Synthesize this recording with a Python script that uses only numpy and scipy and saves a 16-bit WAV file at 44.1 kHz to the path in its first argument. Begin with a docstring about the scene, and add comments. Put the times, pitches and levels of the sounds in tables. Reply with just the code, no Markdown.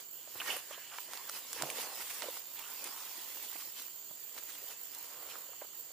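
"""Soft footsteps close to the microphone: someone with a fishing rod steps from a grass verge onto a dirt track.
Soles crunch and blades swish as shaped noise grains; dry stalks snap and tear; carried gear knocks as short
damped tones; one boot scuffs through stubble as stick-slip noise on ringing modes.
The place is a palm plantation: insects, as noise in high bands, hiss and crackle over very quiet open air."""
import sys
import numpy as np
from scipy import signal
from scipy.fft import rfft, irfft
from scipy.io import wavfile
from scipy.ndimage import uniform_filter1d, map_coordinates

SR = 44100
rng = np.random.default_rng(int(sys.argv[2]) if len(sys.argv) > 2 else 0)


def bounce(signal):
    """Save signal as a 16-bit WAV file at the path given by the first command-line argument."""
    frames = np.transpose(np.atleast_2d(signal))
    limited = np.clip(frames, -1, 1)
    pcm = np.round(limited * 32767).astype(np.int16)
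    wavfile.write(sys.argv[1], SR, pcm)


N = 261072
TIME = np.arange(N) / SR


def from_db(db):
    """Decibels to gain."""
    return 10 ** (np.asarray(db) / 20)


def rms_one(x):
    """Scale to unit power."""
    return x / np.sqrt(np.mean(x ** 2) + 1e-20)


def in_time(rows):
    """Each column of a curve, sample by sample."""
    s, *columns = np.transpose(rows)
    return [np.interp(TIME, s, c) for c in columns]


def at_hz(points, hz):
    """Read a spectrum on a log-frequency axis."""
    f, value = np.transpose(points)
    return np.interp(np.log(np.maximum(hz, 1)), np.log(f), value)


def pan(balance_db):
    """Channel gains for a left-minus-right level."""
    return from_db(np.array([[.5], [-.5]]) * balance_db)


def drift(rate):
    """Smooth chance of spread 1 that changes about rate times a second."""
    knots = rng.standard_normal(4096)
    return rms_one(map_coordinates(knots, [TIME * rate], order=2, mode="wrap"))


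def swell(s, db, half_s):
    """A bell-shaped gain round time s."""
    return from_db(db) * np.exp(-.5 * ((TIME - s) / half_s) ** 2)


def resonate(x, hz, width_hz):
    """A two-pole resonance with gain 1 on top."""
    r = np.exp(-np.pi * width_hz / SR)
    zeros = np.array([1, 0, -1]) * (1 - r * r) / 2
    poles = [1, -2 * r * np.cos(2 * np.pi * hz / SR), r * r]
    return signal.lfilter(zeros, poles, x + 1e-18)


def band(x, hz, width_hz):
    """A resonance applied twice: steep skirts."""
    return resonate(resonate(x, hz, width_hz), hz, width_hz)


def evened(x):
    """Hold unit power over every fortieth of a second, keeping the finer grain."""
    return x / np.sqrt(np.abs(uniform_filter1d(x ** 2, size=SR // 40)) + 1e-20)


def grains(per_s, spread_db, grain_s, bed):
    """Two noises broken into tiny bursts of uneven size, over a bed of bursts too many to tell apart."""
    sizes = from_db(spread_db * np.minimum(rng.exponential(1, N), 4))
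    hits = (rng.random(N) < per_s / SR) * sizes ** 2
    power = signal.lfilter([1], [1, -np.exp(-2 / (grain_s * SR))], hits + 1e-18)
    return rng.standard_normal((2, N)) * np.sqrt(power / power.mean() + abs(bed))


def patchy(pair, depth_db, patch_s, patch_hz):
    """Random peaks and dips come and go across the spectrum of a noise."""
    hz, s, cells = signal.stft(pair, SR, nperseg=512)
    patches = rng.standard_normal((256, 1024))
    places = np.meshgrid(hz / patch_hz, s / patch_s, indexing="ij")
    field = map_coordinates(patches, places, order=2, mode="wrap")
    return signal.istft(cells * from_db(depth_db * field), SR, nperseg=512)[1][:, :N]


# how alike left and right arrive, before a sound's own spread: f/Hz, likeness (1 same, -1 opposed)
STEREO_LIKENESS = [(40, 0.58), (200, 0.96), (1000, 0.85), (2000, 0.53), (3200, 0.45), (5000, 0.23),
                   (8000, -0.15), (15000, 0.34)]


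def colour(pair, spectrum, spread=1):
    """Give two noises a spectrum and mix them to left and right with the likeness above; unit power."""
    hz = np.arange(N // 2 + 1) * SR / N
    mid, side = rfft(pair) * from_db(at_hz(spectrum, hz))
    alike = np.clip(at_hz(STEREO_LIKENESS, hz) / spread, -.98, .98)
    common = np.sqrt(1 + alike) * mid
    opposed = np.sqrt(1 - alike) * side * [[1], [-1]]
    return rms_one(irfft(common + opposed, N))


def add(out, s, sound):
    """Mix a short sound in at time s."""
    start = round(s * SR)
    out[:, start:start + sound.shape[-1]] += sound[..., :N - start]


def small_body(x, low_hz=260):
    """Small things radiate hardly any bass."""
    return signal.sosfilt(signal.butter(2, low_hz, "high", fs=SR, output="sos"), x + 1e-18)


# colour of the open air: f/Hz, relative level/dB per Hz
AIR_COLOUR = [(25, -17), (105, -11.5), (140, -0.5), (180, -10), (350, 0.5), (700, -2.5), (1600, -5),
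              (2400, -17), (4000, -10), (6000, -35), (12000, -6)]


def open_air(level_db=-60):
    """The faint, wide rush of the plantation: steady coloured noise."""
    return from_db(level_db) * colour(rng.standard_normal((2, N)), AIR_COLOUR, spread=2.8) * pan(0.33)


# farther insect choirs: f/Hz, width/Hz, level/dB before rise and waver, left-minus-right/dB
FAR_CHOIRS = [(3000, 380, -69.5, 3), (4500, 540, -65.5, 1.5), (6870, 590, -59.5, -3.5),
              (7380, 700, -59, -7.5)]


def choirs(waver_db=0.76, rise_db_per_s=0.25):
    """Farther insects blur into steady bands, each round its own pitch, and slowly grow louder."""
    out, rise_db = np.zeros((2, N)), rise_db_per_s * (TIME - TIME.mean())
    for hz, width_hz, db, balance_db in FAR_CHOIRS:
        song = rms_one(band(rng.standard_normal((2, N)), hz, width_hz))
        out += song * from_db(db + rise_db + waver_db * drift(rate=23)) * pan(balance_db)
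    return out


# steady rasp of the shrill insects: t/s, level/dB before near_db and flutter
RASP_LEVEL = [(0.0, -50.5), (0.43, -52.5), (0.9, -55), (1.45, -52), (1.75, -48.5), (2.2, -48),
              (2.47, -49.5), (2.88, -48), (3.43, -45.5), (4.0, -49), (4.7, -49.5), (5.3, -50),
              (5.92, -52.5)]
# colour of the rasp: f/Hz, relative level/dB per Hz
RASP_COLOUR = [(7000, -57), (9500, -25), (11500, -16), (13000, -10), (14200, -2.5), (15150, 0.5),
               (16000, 4.5)]
# the nearest insect rasps harder for a moment: t/s, level/dB relative to the steady rasp it adds to
NEAR_CHIRRS = [(0.15, -1), (0.355, -2), (0.5, -7), (0.66, -12), (0.82, -1), (1.015, 2), (1.16, -6),
               (1.29, -2), (1.395, -4), (2.1, -17), (2.35, -7), (2.56, -5), (2.75, -2), (3.13, -14),
               (3.69, -12), (3.87, -9), (4.09, -7), (4.27, -8), (4.47, -4), (4.66, -6), (4.83, -5),
               (5.01, -6), (5.22, -4), (5.41, -5), (5.61, -3), (5.79, 0)]
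CHIRR_HALF_S = 0.03
WING_STROKES_PER_S = 48  # on average
BUZZ_S, BUZZ_DB = 4.2425, 5  # one short, sharp wing buzz; level relative to the steady rasp


def shrill_insects(near_db=8.0, flutter_db=-0.5, stroke_depth=.18):
    """Insects in the grass to the right rasp their wings: ticks pulse with each stroke and surge in chirrs."""
    level_db, = in_time(RASP_LEVEL)
    chirrs = sum(swell(s, db, CHIRR_HALF_S) for s, db in NEAR_CHIRRS)
    surge = 1 + chirrs + swell(BUZZ_S, BUZZ_DB, half_s=.002)
    stroke_rate = WING_STROKES_PER_S * (1 + .07 * drift(rate=12))
    strokes = 1 + stroke_depth * np.sin(2 * np.pi * np.cumsum(stroke_rate) / SR)
    level = from_db(level_db + near_db + flutter_db * drift(rate=120))
    ticks = grains(per_s=520, spread_db=2.5, grain_s=.0008, bed=.6)
    return surge * strokes * level * colour(ticks, RASP_COLOUR) * pan(-9.5)


# handling jolts the microphone: t/s, level/dB, half length/s
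MIC_JOLTS = [(0.36, -70, 0.03), (1.607, -68, 0.031), (2.043, -76, 0.023), (5.307, -77, 0.035)]


def handling(hz=50, width_hz=110):
    """A jolt reaches the microphone as a faint, brief rumble."""
    jolts = sum(swell(s, db, half_s) for s, db, half_s in MIC_JOLTS)
    return jolts * rms_one(band(rng.standard_normal((2, N)), hz, width_hz))


# how hard the legs push through the grass; only departures from the mean count: t/s, level/dB
LEG_PUSH = [(0, -51.5), (0.08, -67), (0.35, -54), (0.65, -56.5), (0.85, -57.5), (1.0, -52), (1.08, -56.5),
            (1.2, -53), (1.45, -52.5), (1.55, -48), (2.2, -49.5), (2.37, -50.5), (2.41, -58), (2.54, -57),
            (2.57, -56), (2.77, -50.5), (3.44, -51), (3.72, -64), (4.27, -60), (4.66, -54), (4.79, -60),
            (4.97, -54.5), (5.54, -60.5), (5.92, -62)]
# weight comes onto a foot: t/s, sole crunch level/dB, grass swish level/dB (before blades_db), release/s
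FOOT_LOADS = [(0.41, -51, -55.5, 0.09), (0.736, -55, -54, 0.025), (0.954, -64, -67, 0.11),
              (1.145, -53, -51.5, 0.034), (1.365, -55.5, -49.5, 0.029), (1.63, -48, -73, 0.16),
              (1.79, -46, -48, 0.061), (2.0, -53.5, -56, 0.039), (2.236, -46, -64, 0.062),
              (2.366, -61, -52.5, 0.04), (2.61, -53.5, -57, 0.018), (2.697, -75, -63, 0.063),
              (2.86, -52.5, -54, 0.055), (3.19, -58, -57, 0.022), (3.535, -61, -53, 0.074),
              (3.62, -61.5, -52.5, 0.13), (3.799, -57.5, -49.5, 0.062), (4.383, -56, -55, 0.044),
              (4.504, -62, -53, 0.048), (4.708, -58.5, -55.5, 0.04), (5.311, -60, -53, 0.068)]
LOADING_S = 0.043  # the weight builds up this fast
# level at mean push, then dB per dB of push
SWISH_DB, SWISH_FOLLOWS = -57, 0.98
CRUNCH_DB, CRUNCH_FOLLOWS = -63, 1


def walk():
    """Gains of crunch and swish: both follow the push; each footfall loads quickly and dies away."""
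    push_db, = in_time(LEG_PUSH)
    push_db = push_db - push_db.mean()
    crunch_power = from_db(CRUNCH_DB + CRUNCH_FOLLOWS * push_db) ** 2
    swish_power = from_db(SWISH_DB + SWISH_FOLLOWS * push_db) ** 2
    for s, crunch_db, swish_db, release_s in FOOT_LOADS:
        decay = np.where(TIME < s, ((s - TIME) / LOADING_S) ** 2, (TIME - s) / release_s)
        weight = np.exp(-decay)
        crunch_power = crunch_power + (from_db(crunch_db) * weight) ** 2
        swish_power = swish_power + (from_db(swish_db) * weight) ** 2
    return np.sqrt(crunch_power), np.sqrt(swish_power)


# colour of thin stems, also of the grit under the soles: f/Hz, relative level/dB per Hz
CRACKLE_COLOUR = [(400, -12), (1000, 4.5), (2800, 0), (5500, -6), (10000, -11), (15500, -16)]
CRACKLES_PER_S, CRACKLE_DB = 45, -13  # level relative to the swish gain before blades_db


def crackles(swish):
    """Thin dry stems tick at random as the grass is pushed aside."""
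    ticks = grains(per_s=CRACKLES_PER_S, spread_db=2.5, grain_s=.0005, bed=0)
    return swish * from_db(CRACKLE_DB) * colour(ticks, CRACKLE_COLOUR) * pan(3.0)


# single tufts brush a leg: t/s, level/dB, half length/s
TUFT_BRUSHES = [(0.513, -40.5, 0.06), (1.374, -45.5, 0.007), (1.814, -41.5, 0.019), (2.018, -42.5, 0.013),
                (2.106, -42.5, 0.007), (2.148, -44.5, 0.049), (2.872, -46.5, 0.0099), (3.443, -45, 0.01),
                (3.609, -50, 0.011), (4.386, -45, 0.0039), (4.717, -47.5, 0.011), (4.949, -50, 0.011)]
# colours of sliding blades and of tufts: f/Hz, relative level/dB per Hz
SWISH_COLOUR = [(500, -24), (1200, -12.5), (1500, -7.5), (1880, 1), (2300, 0.5), (2700, 4), (3150, 3.5),
                (4000, 2.5), (5200, 4.5), (6500, 2), (8500, 3.5), (11500, 0), (15500, -2.5)]
TUFT_COLOUR = [(400, -23), (1000, -9.5), (1900, -5), (4500, -8), (7000, -6), (10000, -5.5), (15500, -7.5)]


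def grass(swish, blades_db=4.0):
    """Blades slide over the legs in countless ticks; a passing tuft adds a swish of its own colour."""
    ticks = grains(per_s=700, spread_db=-3.0, grain_s=0.0081, bed=1.0)
    ticks = patchy(ticks, depth_db=3.5, patch_s=.045, patch_hz=202.7)
    blades = swish * from_db(blades_db) * colour(ticks, SWISH_COLOUR)
    tufts = sum(swell(s, db, half_s) for s, db, half_s in TUFT_BRUSHES)
    tips = grains(per_s=990, spread_db=4.0, grain_s=0.000095, bed=4.5)
    return (blades + tufts * colour(tips, TUFT_COLOUR)) * pan(-2.1)


# rubs of cloth and matted leaves: t/s, level/dB, half length/s, f/Hz, width/Hz
CLOTH_LEAF_RUBS = [(0.19, -63.5, 0.043, 3050, 600), (0.465, -47, 0.003, 1200, 1500),
                   (0.508, -40, 0.005, 2930, 700), (0.739, -51.5, 0.015, 3050, 900),
                   (0.74, -57.5, 0.019, 1150, 800), (0.774, -59, 0.075, 1720, 500),
                   (0.903, -58, 0.098, 2830, 900), (0.94, -52, 0.021, 1080, 1140),
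                   (1.17, -59.5, 0.067, 1870, 900), (1.198, -54, 0.019, 990, 300),
                   (1.29, -51, 0.0099, 1090, 905), (1.365, -55.5, 0.016, 1000, 1200),
                   (1.596, -47.5, 0.017, 1710, 1500), (1.64, -49, 0.017, 330, 600),
                   (1.696, -50.5, 0.042, 550, 600), (1.87, -53, 0.091, 670, 810),
                   (2.013, -49.5, 0.0092, 1310, 1200), (2.598, -57.5, 0.013, 840, 300),
                   (2.573, -53.5, 0.008, 2700, 2500), (2.596, -53, 0.014, 2500, 2200),
                   (2.643, -55, 0.018, 2780, 600), (2.683, -56.5, 0.048, 1160, 900),
                   (2.856, -51, 0.005, 2100, 1500), (2.963, -56.5, 0.095, 1000, 647),
                   (3.31, -70, 0.11, 980, 400), (3.547, -56, 0.0065, 2190, 1500),
                   (3.612, -55.5, 0.0098, 2600, 4000), (4.375, -58.5, 0.01, 1200, 1800),
                   (4.496, -56.5, 0.007, 1410, 1200), (4.72, -62, 0.007, 1200, 2000),
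                   (5.253, -60, 0.17, 950, 980), (5.26, -62.5, 0.12, 500, 245),
                   (5.311, -54.5, 0.01, 2680, 1000), (5.345, -59, 0.012, 1600, 1000),
                   (5.58, -66.5, 0.12, 2990, 400)]


def rubs():
    """Brief, grainy friction that keeps to one pitch region; each rub starts elsewhere in the grains."""
    out, friction = 0, grains(per_s=380, spread_db=2.8, grain_s=0.0015, bed=.6)[0]
    for s, db, half_s, hz, width_hz in CLOTH_LEAF_RUBS:
        shifted = np.roll(friction, rng.integers(N))
        out = out + swell(s, db, half_s) * evened(band(shifted, hz, width_hz))
    return out * pan(-6.0)


# dry stalks snap; the row at 5.615 is the rattle of a gear knock:
# t/s, crack level/dB, crack f/Hz, crack width/Hz, woody knock level/dB, splinter time/s
SNAPS_AND_RATTLE = [(0.4013, -29, 2740, 700, -37, 0.0015), (0.4055, -28, 2790, 450, -37, 0.0056),
                    (0.4075, -32, 2840, 600, -46, 0.002), (0.416, -32.5, 1210, 1100, -39, 0.0098),
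                    (0.4193, -37, 1390, 1440, -48, 0.0052), (0.565, -27, 12000, 12000, -34, 0.009),
                    (0.9847, -32.5, 2190, 2500, -28.5, 0.0036), (1.1345, -26.5, 3000, 9050, -32.5, 0.0014),
                    (1.1742, -32, 2400, 5030, -42, 0.0022), (1.2923, -34, 4500, 7000, -50, 0.0022),
                    (1.2959, -23.5, 5900, 12100, -34.5, 0.0022), (1.5307, -23, 5460, 9000, -35.5, 0.0032),
                    (1.6225, -16, 4530, 9000, -26, 0.0017), (1.7011, -26, 2340, 1210, -48, 0.0037),
                    (1.7026, -26, 8000, 11000, -50, 0.0043), (2.2213, -24.5, 3860, 3970, -29.5, 0.0025),
                    (2.227, -39, 2700, 1200, -41, 0.0032), (2.842, -21.5, 8750, 9000, -48, 0.0016),
                    (2.846, -31.5, 6300, 3500, -56, 0.003), (3.527, -42, 3000, 5000, -44, 0.002),
                    (3.564, -41, 2300, 1200, -50, 0.003), (3.598, -40, 4000, 6000, -49, 0.002),
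                    (3.7985, -36, 7000, 10000, -57, 0.0006), (4.3784, -34.5, 2190, 3500, -41, 0.0064),
                    (4.3868, -33, 5000, 10000, -53, 0.0015), (4.9492, -30, 7000, 10000, -69, 0.0006),
                    (5.3025, -45, 2780, 1500, -54, 0.004), (5.312, -41, 2600, 900, -54, 0.005),
                    (5.3555, -39.5, 1240, 600, -48, .004), (5.615, -55, 1500, 2500, -41, 0.012)]
# heavily damped stalk modes, before each stalk's thinness shifts them: f/Hz, level/dB, t60/s
STALK_MODES = [(640, -6, 0.012), (930, -7, 0.014), (1330, -10, 0.011), (1850, -10, 0.009),
               (2700, -13, 0.007)]
TEARS_PER_S, TEAR_STRENGTH = 1600, .35  # fibres giving way, before they die out with the splinter time
WOOD_HZ, WOOD_WIDTH_HZ = 1050, 2430  # the range in which a stalk radiates well


def snaps(splinter_db=-11):
    """A stalk cracks sharply, its last fibres tear and knock on the woody body; one gear rattle is made alike."""
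    out, t = np.zeros((2, N)), TIME[:SR // 20]
    for s, crack_db, hz, width_hz, wood_db, splinter_s in SNAPS_AND_RATTLE:
        thinness = np.exp(.08 * rng.standard_normal())
        body = sum(from_db(db - 60 * t / t60) * np.cos(2 * np.pi * f * thinness * t)
                   for f, db, t60 in STALK_MODES)
        fade = np.exp(-t / splinter_s)
        chance = rng.random(len(t)) < TEARS_PER_S / SR
        tears = (t == 0) + TEAR_STRENGTH * chance * rng.standard_normal(len(t)) * fade
        wood = band(signal.fftconvolve(tears, body)[:len(t)], WOOD_HZ, WOOD_WIDTH_HZ)
        wood = rms_one(wood) * np.std(body)
        crack = band(1. * (t == 0), hz, width_hz)
        # one noise shared by both channels plus one of each channel's own
        splinters = rng.standard_normal(len(t)) + rng.standard_normal((2, len(t)))
        fibres = rms_one(band(splinters, hz, width_hz)) * fade
        sharp = crack / np.abs(crack).max() + from_db(splinter_db) * fibres
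        add(out, s, from_db(crack_db) * sharp + from_db(wood_db) * wood)
    return out * pan(-3.7)


# dull knocks of soles and gear: t/s, level/dB, f/Hz, swell/s, rattle level/dB
GEAR_KNOCKS = [(0.2742, -50.5, 610, 0.0022, -54), (0.355, -47, 370, 0.0014, -46.5),
               (0.538, -43, 740, 0.0037, -55), (0.5643, -41.5, 530, 0.0023, -52),
               (0.7085, -41, 605, 0.0017, -46), (0.778, -45.5, 570, 0.0011, -48),
               (1.0857, -50, 665, 0.002, -58), (1.2594, -49, 1020, 0.00079, -61),
               (1.562, -45, 510, .0014, -43), (1.614, -34, 724, 0.00046, -56),
               (1.634, -29.5, 694, 0.0013, -49), (1.65, -43, 680, 0.0008, -55),
               (1.669, -40, 725, 0.001, -52), (1.7849, -41, 497, 0.0021, -52),
               (2.238, -40.5, 600, 0.0023, -57), (2.251, -47, 557, .0014, -53),
               (2.2668, -53, 520, 0.0012, -51), (2.2845, -34.5, 515, 0.0021, -60),
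               (2.3677, -45, 1210, 0.00092, -49), (3.3705, -44.5, 950, 0.00067, -59),
               (3.556, -44.5, 680, 0.00087, -51), (3.621, -49, 1110, 0.0015, -56),
               (4.107, -55, 900, 0.00052, -57), (4.1118, -50, 620, 0.0014, -61),
               (4.626, -51, 485, 0.0019, -65), (4.639, -50.5, 540, 0.0016, -67),
               (5.357, -50, 524, 0.0015, -55), (5.489, -50, 536, 0.0027, -54),
               (5.518, -54, 514, 0.0016, -56), (5.533, -46.5, 1090, 0.00027, -54),
               (5.619, -36, 596, 0.0012, -44), (5.647, -47, 554, 0.0012, -54),
               (5.7342, -54, 1150, 0.00087, -67), (5.7555, -51, 1000, 0.00038, -60),
               (5.904, -54.5, 576, 0.0017, -63)]


def knocks(upper_ratio=1.89, upper_db=-12, rattle_hz=780, rattle_width_hz=850, settle_s=0.0063):
    """A soft contact swells and dies within a few cycles, while loose bits rattle and settle."""
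    out, t = np.zeros((2, N)), TIME[:SR // 20]
    for s, db, hz, swell_s, rattle_db in GEAR_KNOCKS:
        contact = t / swell_s * np.exp(1 - t / swell_s)
        upper = from_db(upper_db) * np.sin(2 * np.pi * hz * upper_ratio * t)
        modes = np.sin(2 * np.pi * hz * t) + upper
        rattle = rms_one(band(rng.standard_normal(len(t)), rattle_hz, rattle_width_hz))
        rattle = rattle * np.exp(-t / settle_s) * (1 - np.exp(-t / swell_s))
        add(out, s, from_db(db) * contact * modes + from_db(rattle_db) * rattle)
    return out * pan(-5.5)


# a heel lands on soft earth: t/s, level/dB before the soft onset, f/Hz, t60/s
HEEL_THUDS = [(0.354, -47, 104, 0.04), (1.613, -37, 307, 0.032), (1.626, -42.5, 146, 0.14),
              (1.744, -39, 240, 0.029), (3.179, -42, 328, 0.041), (3.551, -41, 316, 0.035),
              (4.109, -38, 192, 0.015)]


def heels(rise_s=0.0068):
    """Soft earth answers a heel with a low, short thud."""
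    out, t = np.zeros((2, N)), TIME[:SR // 4]
    for s, db, hz, t60 in HEEL_THUDS:
        onset = 1 - np.exp(-t / rise_s)
        add(out, s, from_db(db - 60 * t / t60) * onset * np.sin(2 * np.pi * hz * t))
    return out * pan(-6.0)


# the hollow boot rings as it drags: f/Hz, width/Hz, level/dB before the drag pitch favours some modes
BOOT_MODES = [(1870, 38, -1.5), (2180, 75, -5), (2630, 130, -10), (2820, 210, -2.5), (2990, 110, -8),
              (3500, 50, 0), (4520, 140, -1)]
# the pitch that the dragging sole excites most climbs with its speed: t/s, f/Hz
FAVOURED_PITCH = [(0.485, 1850), (0.499, 2220), (0.507, 2900), (0.55, 3000)]
# colour of the scrape: f/Hz, relative level/dB per Hz
SCRAPE_COLOUR = [(40, -40), (120, -28), (380, -7), (600, -9), (1000, -5), (1450, -9), (2000, -14),
                 (3000, -5), (3900, -24), (6000, -12.5), (10000, -35), (15500, -17)]
# middle of the fastest stretch, its level before rasp_db and ring_db, and its hold before and after
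SCUFF_S, SCUFF_DB, SCUFF_HOLD_S = 0.495, -37.5, 0.012
SCUFF_RISE_DB_PER_S, SCUFF_FALL_DB_PER_S = 420, 194


def scuff(rasp_db=-4.0, ring_db=-2.0, focus_hz=450, off_pitch_db=-9):
    """A sole drags through stubble, sticking and slipping; as it speeds up, ever higher boot modes ring."""
    early_s = np.maximum(SCUFF_S - SCUFF_HOLD_S - TIME, 0)
    late_s = np.maximum(TIME - SCUFF_S - SCUFF_HOLD_S, 0)
    level_db = SCUFF_DB - SCUFF_RISE_DB_PER_S * early_s - SCUFF_FALL_DB_PER_S * late_s
    rasp, slips = [colour(grains(per_s=900, spread_db=1.5, grain_s=.0012, bed=.9), SCRAPE_COLOUR)
                   for _ in range(2)]
    drag_hz, = in_time(FAVOURED_PITCH)
    ring = 0
    for hz, width_hz, db in BOOT_MODES:
        drive = from_db(off_pitch_db) + np.exp(-((hz - drag_hz) / focus_hz) ** 2)
        ring = ring + from_db(db) * drive * evened(resonate(slips, hz, width_hz))
    both = from_db(rasp_db) * rasp + from_db(ring_db) * rms_one(ring)
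    return from_db(level_db) * both * pan(-5.5)


# colour of the crunch: f/Hz, relative level/dB per Hz
CRUNCH_COLOUR = [(40, -22), (120, -26), (230, -7.5), (330, -2.5), (390, -4), (490, 1.5), (650, -3.5),
                 (950, 2), (1250, -4), (1800, -6.5), (3000, -6), (6000, -13)]
GRIT_DB = -9  # crisp little cracks under the sole, relative to its crunch


def soles(crunch):
    """Crumbs of earth and matted stems give way under the weight, with crisp little cracks among them."""
    crumbs = grains(per_s=750, spread_db=3.0, grain_s=0.0013, bed=0.5)
    crumbs = patchy(crumbs, depth_db=2.5, patch_s=.04, patch_hz=231)
    grit = grains(per_s=170, spread_db=2.0, grain_s=.0004, bed=0)
    underfoot = colour(crumbs, CRUNCH_COLOUR) + from_db(GRIT_DB) * colour(grit, CRACKLE_COLOUR)
    return crunch * underfoot * pan(-5.5)


def scene():
    """The walker close by, insects and air all round; no walls to echo."""
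    background = open_air() + choirs() + shrill_insects()
    crunch, swish = walk()
    legs = crackles(swish) + grass(swish) + rubs()
    hard_contacts = small_body(snaps() + knocks())
    feet = heels() + scuff() + soles(crunch)
    return background + handling() + legs + hard_contacts + feet


CUTOFF_HZ = 15400


def record(dry):
    """The microphone's top is cut steeply."""
    return signal.sosfilt(signal.ellip(12, .2, 80, CUTOFF_HZ, fs=SR, output="sos"), dry)


dry = scene()
out = record(dry)
bounce(out)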